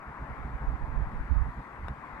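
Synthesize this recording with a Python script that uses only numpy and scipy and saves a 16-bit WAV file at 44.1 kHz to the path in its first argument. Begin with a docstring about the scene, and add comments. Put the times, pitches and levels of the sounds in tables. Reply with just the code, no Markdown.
"""A putt in the breeze

Distant traffic and trees lay a steady wash behind a golf green. A breeze buffets the microphone,
thrumming in both ports, while eddies thump one port at a time, mostly the right. Near the end a
putter taps the ball once, some metres away, and a faint, far blip follows."""
import sys
import numpy as np
from scipy import signal
from scipy.fft import rfft, irfft
from scipy.io import wavfile

SR = 44100
rng = np.random.default_rng(int(sys.argv[2]) if len(sys.argv) > 2 else 0)


def generate_wav(sig):
    """Save sig (samples, or channels by samples) to the path in sys.argv[1] as 16-bit PCM at SR."""
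    pcm = np.round(np.clip(np.atleast_2d(sig).T, -1, 1) * 32767).astype(np.int16)
    wavfile.write(sys.argv[1], SR, pcm)


N = 97020

# Tone of the wash at the left port. Each row: frequency in Hz, relative level in dB.
WASH_TONE = [(20, -11), (60, -4.5), (130, -4), (200, -4.5), (280, -2), (360, -7), (600, -7.8), (800, -3.5),
             (920, -2), (1040, 1), (1200, -2.7), (1400, -4.7), (2000, -8.2), (2500, -19), (3000, -30),
             (3700, -32), (5500, -42), (9500, -45), (15000, -55)]
# How much softer the wash is on the right. Each row: frequency in Hz, cut in dB.
WASH_RIGHT_CUT = [(60, 2), (250, 7), (450, 9), (650, 7.5), (800, 3.5), (1300, 4), (2000, 10.5),
                  (2550, 12.5), (3100, 12), (3800, 9.5), (5500, 3.5), (9500, 5), (14000, -0.5)]
# Stereo width of the wash. Each row: frequency in Hz, likeness of the ports from 0 to 1.
PORT_LIKENESS = [(60, 0.87), (300, 0.91), (750, 0.99), (1300, 0.69), (2200, 0.42), (2700, .08),
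                 (3500, 0.17), (6000, 0.026)]
# How far the wash leads on the left. Each row: frequency in Hz, phase lead in radians.
LEFT_LEAD = [(60, 0), (500, 0.46), (1300, 1.04), (2000, 1.7), (2500, 0.99), (2900, -0.75)]
# Slow swell of the leaf hiss on the left. Each row: time in seconds, gain in dB.
LEAF_RIDE = [(0, -2.5), (.28, -0.5), (.4, 0.3), (.95, -.5), (1.2, 1.5), (1.36, -0.5), (1.55, 0.9),
             (1.75, -0.5), (2.2, 0.4)]
# Slow swell of the wash below the leaf hiss. Each row: time in seconds, gain in dB.
BODY_RIDE = [(0, -0.5), (.12, -0.4), (.34, 0.7), (.52, 0.2), (.65, 0.1), (.76, -0.9), (.9, -0.6),
             (1.25, 0.6), (1.44, -0.3), (1.56, -1), (2.02, 0.24), (2.13, 1.7)]
# Extra swell in the low mids of the wash. Each row: time in seconds, gain in dB.
LOW_MID_RIDE = [(0, -1), (.35, 1.4), (.7, 2.3), (1.1, 1.5), (1.25, -3), (1.45, .5), (1.85, -1.5),
                (2.2, -2.5)]
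# Buffets on both ports. Each row: centre and length in seconds, relative push and thrum levels in dB.
BUFFET_CUES = [(0.094, 0.056, -43.5, -48.5), (.22, 0.053, -37.5, -44.5), (0.314, 0.046, -39.5, -45.5),
               (0.399, .05, -50, -48), (.458, 0.047, -35, -43), (.505, 0.048, -41, -43),
               (.552, 0.047, -36, -46.5), (0.631, .06, -36, -42.5), (.722, 0.054, -35.5, -42.5),
               (.818, 0.077, -40, -45.5), (0.881, 0.046, -39, -44), (0.946, 0.044, -39.5, -41),
               (1.007, 0.053, -38, -40), (1.077, 0.036, -39.5, -42), (1.141, 0.051, -39, -42),
               (1.203, 0.042, -39.5, -46), (1.249, 0.037, -35.5, -46), (1.478, 0.067, -36.5, -43),
               (1.587, 0.044, -37, -42.5), (1.745, 0.04, -50, -55), (1.794, 0.051, -42.5, -52.5),
               (1.844, 0.047, -35.5, -48.5), (1.905, .06, -36, -41.5), (1.987, .026, -52, -54),
               (2.146, .03, -43.5, -58)]
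# A buffet's deep push. Each row: centre in Hz, width in Hz, relative level in dB.
PUSH_TONE = [(28.2, 14, -10), (55, 13.3, -1), (82, 22, -13)]
# The thrum above the push. Each row: centre in Hz, width in Hz, relative level in dB.
THRUM_TONE = [(126, 18.4, -8), (172, 58, -12), (245, 75, -14.5), (418, 230, -25)]
# Eddies. Each row: centre and length in seconds, relative level in dB, pitch in Hz, port as L or R.
EDDY_CUES = [(.315, 0.039, -35.5, 61, "R"), (0.421, 0.081, -38, 49, "R"), (0.55, .026, -28.5, 44.7, "R"),
             (.643, .03, -32, 55, "L"), (0.689, 0.036, -21, 39.4, "R"), (.744, .033, -26, 56, "R"),
             (0.837, 0.041, -25.5, 35.3, "R"), (0.909, 0.063, -30.5, 45, "R"),
             (0.983, .048, -22, 39.7, "R"), (1.028, 0.032, -23, 50.3, "R"), (1.066, 0.046, -32, 38.8, "L"),
             (1.15, 0.078, -30.5, 31.2, "R"), (1.214, 0.028, -26.5, 37.66, "L"),
             (1.32, 0.031, -16.5, 57.2, "R"), (1.37, 0.029, -16.5, 44.6, "R"),
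             (1.415, 0.042, -19.5, 59.6, "R"), (1.475, 0.053, -30.5, 49.7, "R")]
# An eddy's thump. Each row: centre and width as multiples of its pitch, relative level in dB.
EDDY_TONE = [(.55, 0.4, -8.5), (1, 0.36, -0.5), (1.7, 0.62, -13), (2.9, 1.45, -21.5), (4.8, 2.6, -28),
             (8.5, 4.6, -39.5)]
# Ring of ball and putter face. Each row: frequency in Hz, relative level in dB, T60 in seconds.
BALL_AND_FACE_MODES = [(1100, -12, 0.004), (2800, -16.5, 0.011), (3640, -15, 0.012), (4400, -28, .005),
                       (5250, -22, 0.0078), (6400, -33, .005), (9800, -29, .006), (11200, -30, .006)]

PORT_DELAY_S = 0.00007  # putt and blip reach the right port this much later


def gain_of(db):
    """Decibels to gain."""
    return 10 ** (np.asarray(db) / 20)


def pan(right_db):
    """Stereo gains that trim the right side only."""
    return gain_of([[0], [right_db]])


def unit_rms(x):
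    """Scales to rms 1."""
    return x / np.sqrt(np.mean(x ** 2) + 1e-20)


def decay(age, t60):
    """A fade that falls 60 dB in t60 seconds."""
    return np.exp(-np.log(1000) * age / t60)


def curve_at(points, hz):
    """Reads a table along a log-frequency axis."""
    f, value = np.transpose(points)
    return np.interp(np.log(hz + 1), np.log(f + 1), value)


def drift(shape, widths):
    """Smooth random field of rms 1, with a grain of so many cells along each axis."""
    field = rng.standard_normal(shape)
    for axis, width in enumerate(widths):
        field = field.swapaxes(axis, -1)
        size = field.shape[-1]
        blur = np.exp(-2 * (np.pi * np.fft.rfftfreq(size) * width) ** 2)
        field = irfft(rfft(field) * blur, size).swapaxes(axis, -1)
    return unit_rms(field)


def add(mix, start_s, sound):
    """Mixes a sound in at a time, cut to the ends."""
    start = round(start_s * SR)
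    sound = sound[max(-start, 0):]
    part = mix[max(start, 0):][:len(sound)]
    part += sound[:len(part)]


def wash(level_db=-42.5, leaf_hz=3000, low_mid_hz=660, low_mid_octaves=0.79,
         patch_db=1.3, patch_s=0.018, patch_hz=123):
    """Far traffic and trees: a dull bed of noise peaking near 1 kHz, with drifting patches."""
    size, hop = 2048, 512
    frames, hz = N // hop + 5, np.fft.rfftfreq(size, 1 / SR)
    t = np.arange(frames)[:, None] * hop / SR
    a, b, c, d = rng.standard_normal((4, frames, len(hz)))
    left, independent = a + 1j * b, c + 1j * d
    likeness = curve_at(PORT_LIKENESS, hz)
    right = likeness * left + np.sqrt(1 - likeness ** 2) * independent
    right *= np.exp(-1j * curve_at(LEFT_LEAD, hz)) * gain_of(-curve_at(WASH_RIGHT_CUT, hz))
    patches = patch_db * drift(left.shape, [patch_s * SR / hop, patch_hz / hz[1]])
    leaves = np.interp(t, *np.transpose(LEAF_RIDE)) * (hz > leaf_hz)
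    swell = np.interp(t, *np.transpose(BODY_RIDE)) * (hz <= leaf_hz)
    low_mid_bell = np.exp(-(np.log2((hz + 1) / low_mid_hz) / low_mid_octaves) ** 2)
    swell += np.interp(t, *np.transpose(LOW_MID_RIDE)) * low_mid_bell
    tone = gain_of(curve_at(WASH_TONE, hz) + swell + patches)
    spectra = np.array([left * gain_of(leaves), right]) * tone
    bed = signal.istft(spectra.swapaxes(1, 2), nperseg=size, noverlap=size - hop)[1][:, :N]
    return gain_of(level_db) * bed / bed[0].std()


def gust(bands, centre, length, level_db, steadiness=0.85, squareness=2.2):
    """One puff of low turbulence in a few bands: its start in seconds and its sound."""
    size = 16384
    t, hz = (np.arange(size) - size / 2) / SR, np.fft.fftfreq(size, 1 / SR)
    swirl = 0
    for middle, width, db in bands:
        detune = (hz - middle) / width
        noise = np.fft.ifft(np.fft.fft(rng.standard_normal(size)) * np.exp(-2 * detune ** 2))
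        steady = noise / (abs(noise) + 1e-12) ** steadiness  # compressed, so it follows the puff's shape
        rumble = np.fft.ifft(np.fft.fft(steady) * np.exp(-0.5 * detune ** 2)).real
        swirl += gain_of(db) * unit_rms(rumble)
    puff = np.exp(-abs(2 * t / length) ** squareness)  # above 2: flatter top, steeper sides
    return centre + t[0], gain_of(level_db) * unit_rms(swirl * puff) * np.sqrt(np.mean(puff ** 2))


def buffets(push_trim_db=-1, thrum_trim_db=-0.5):
    """The breeze shakes both ports together: a deep push with a thrum on top."""
    mix = np.zeros(N)
    for centre, length, push_db, thrum_db in BUFFET_CUES:
        add(mix, *gust(PUSH_TONE, centre, length, push_db + push_trim_db))
        add(mix, *gust(THRUM_TONE, centre, length, thrum_db + thrum_trim_db))
    return mix * pan(right_db=2.5)


def eddies(trim_db=0.44):
    """Each eddy catches one port and thumps at its own pitch."""
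    ports = np.zeros((2, N))
    for centre, length, db, hz, port in EDDY_CUES:
        bands = [(hz * multiple, hz * width, band_db) for multiple, width, band_db in EDDY_TONE]
        add(ports["LR".index(port)], *gust(bands, centre, length, db + trim_db))
    return ports


def putt(at_s=1.88393, gain_db=-23.5, pulse_s=0.000178, contact_s=0.00018,
         crack_hz=10000, crack_db=-22, scatter_db=-13):
    """One pressure pulse as the ball leaves, a tiny crack and ring, then a faint scatter off the turf."""
    t = np.arange(N) / SR
    since = t - at_s - np.array([[0], [PORT_DELAY_S]])
    widths = since / pulse_s
    pulse = widths * np.exp((1 - widths ** 2) / 2) * pan(right_db=-8.5)
    age = np.maximum(since + 2 * pulse_s, 0)  # ring and crack start on the pulse's leading edge
    ring = sum(gain_of(db) * decay(age, t60) * np.sin(2 * np.pi * hz * age)
               for hz, db, t60 in BALL_AND_FACE_MODES)
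    noise = signal.sosfilt(signal.butter(2, crack_hz, fs=SR, output="sos"), rng.standard_normal(N))
    crack = gain_of(crack_db) * noise * decay(age, t60=0.0044)
    attack = 1 - np.exp(-age / contact_s)
    tap = gain_of(gain_db) * (pulse + (ring + crack) * attack * pan(right_db=-15))
    tail = rng.standard_normal((2, N)) * decay(t, t60=0.09)
    scatter = signal.fftconvolve(tap, tail / np.linalg.norm(tail[0]), axes=1)[:, :N]
    return tap + gain_of(scatter_db) * scatter


def blip(at_s=2.041, length_s=0.011, hz=1050, level_db=-38):
    """A faint, short note far away, just above the wash."""
    t = np.arange(N) / SR - at_s - np.array([[0], [PORT_DELAY_S]])
    envelope = np.exp(-(2 * t / length_s) ** 2)
    return gain_of(level_db) * envelope * np.sin(2 * np.pi * hz * t) * pan(right_db=-3)


def scene():
    """Wind up close, the wash behind it, then the putt and a far blip."""
    return buffets() + eddies() + wash() + putt() + blip()


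def record(dry):
    """A steep high cut takes off the very top of the treble."""
    high_cut_hz = 15700
    taps = signal.firwin(511, high_cut_hz, window=("kaiser", 9), fs=SR)
    return signal.oaconvolve(dry, taps[None], "same")


dry = scene()
out = record(dry)
generate_wav(out)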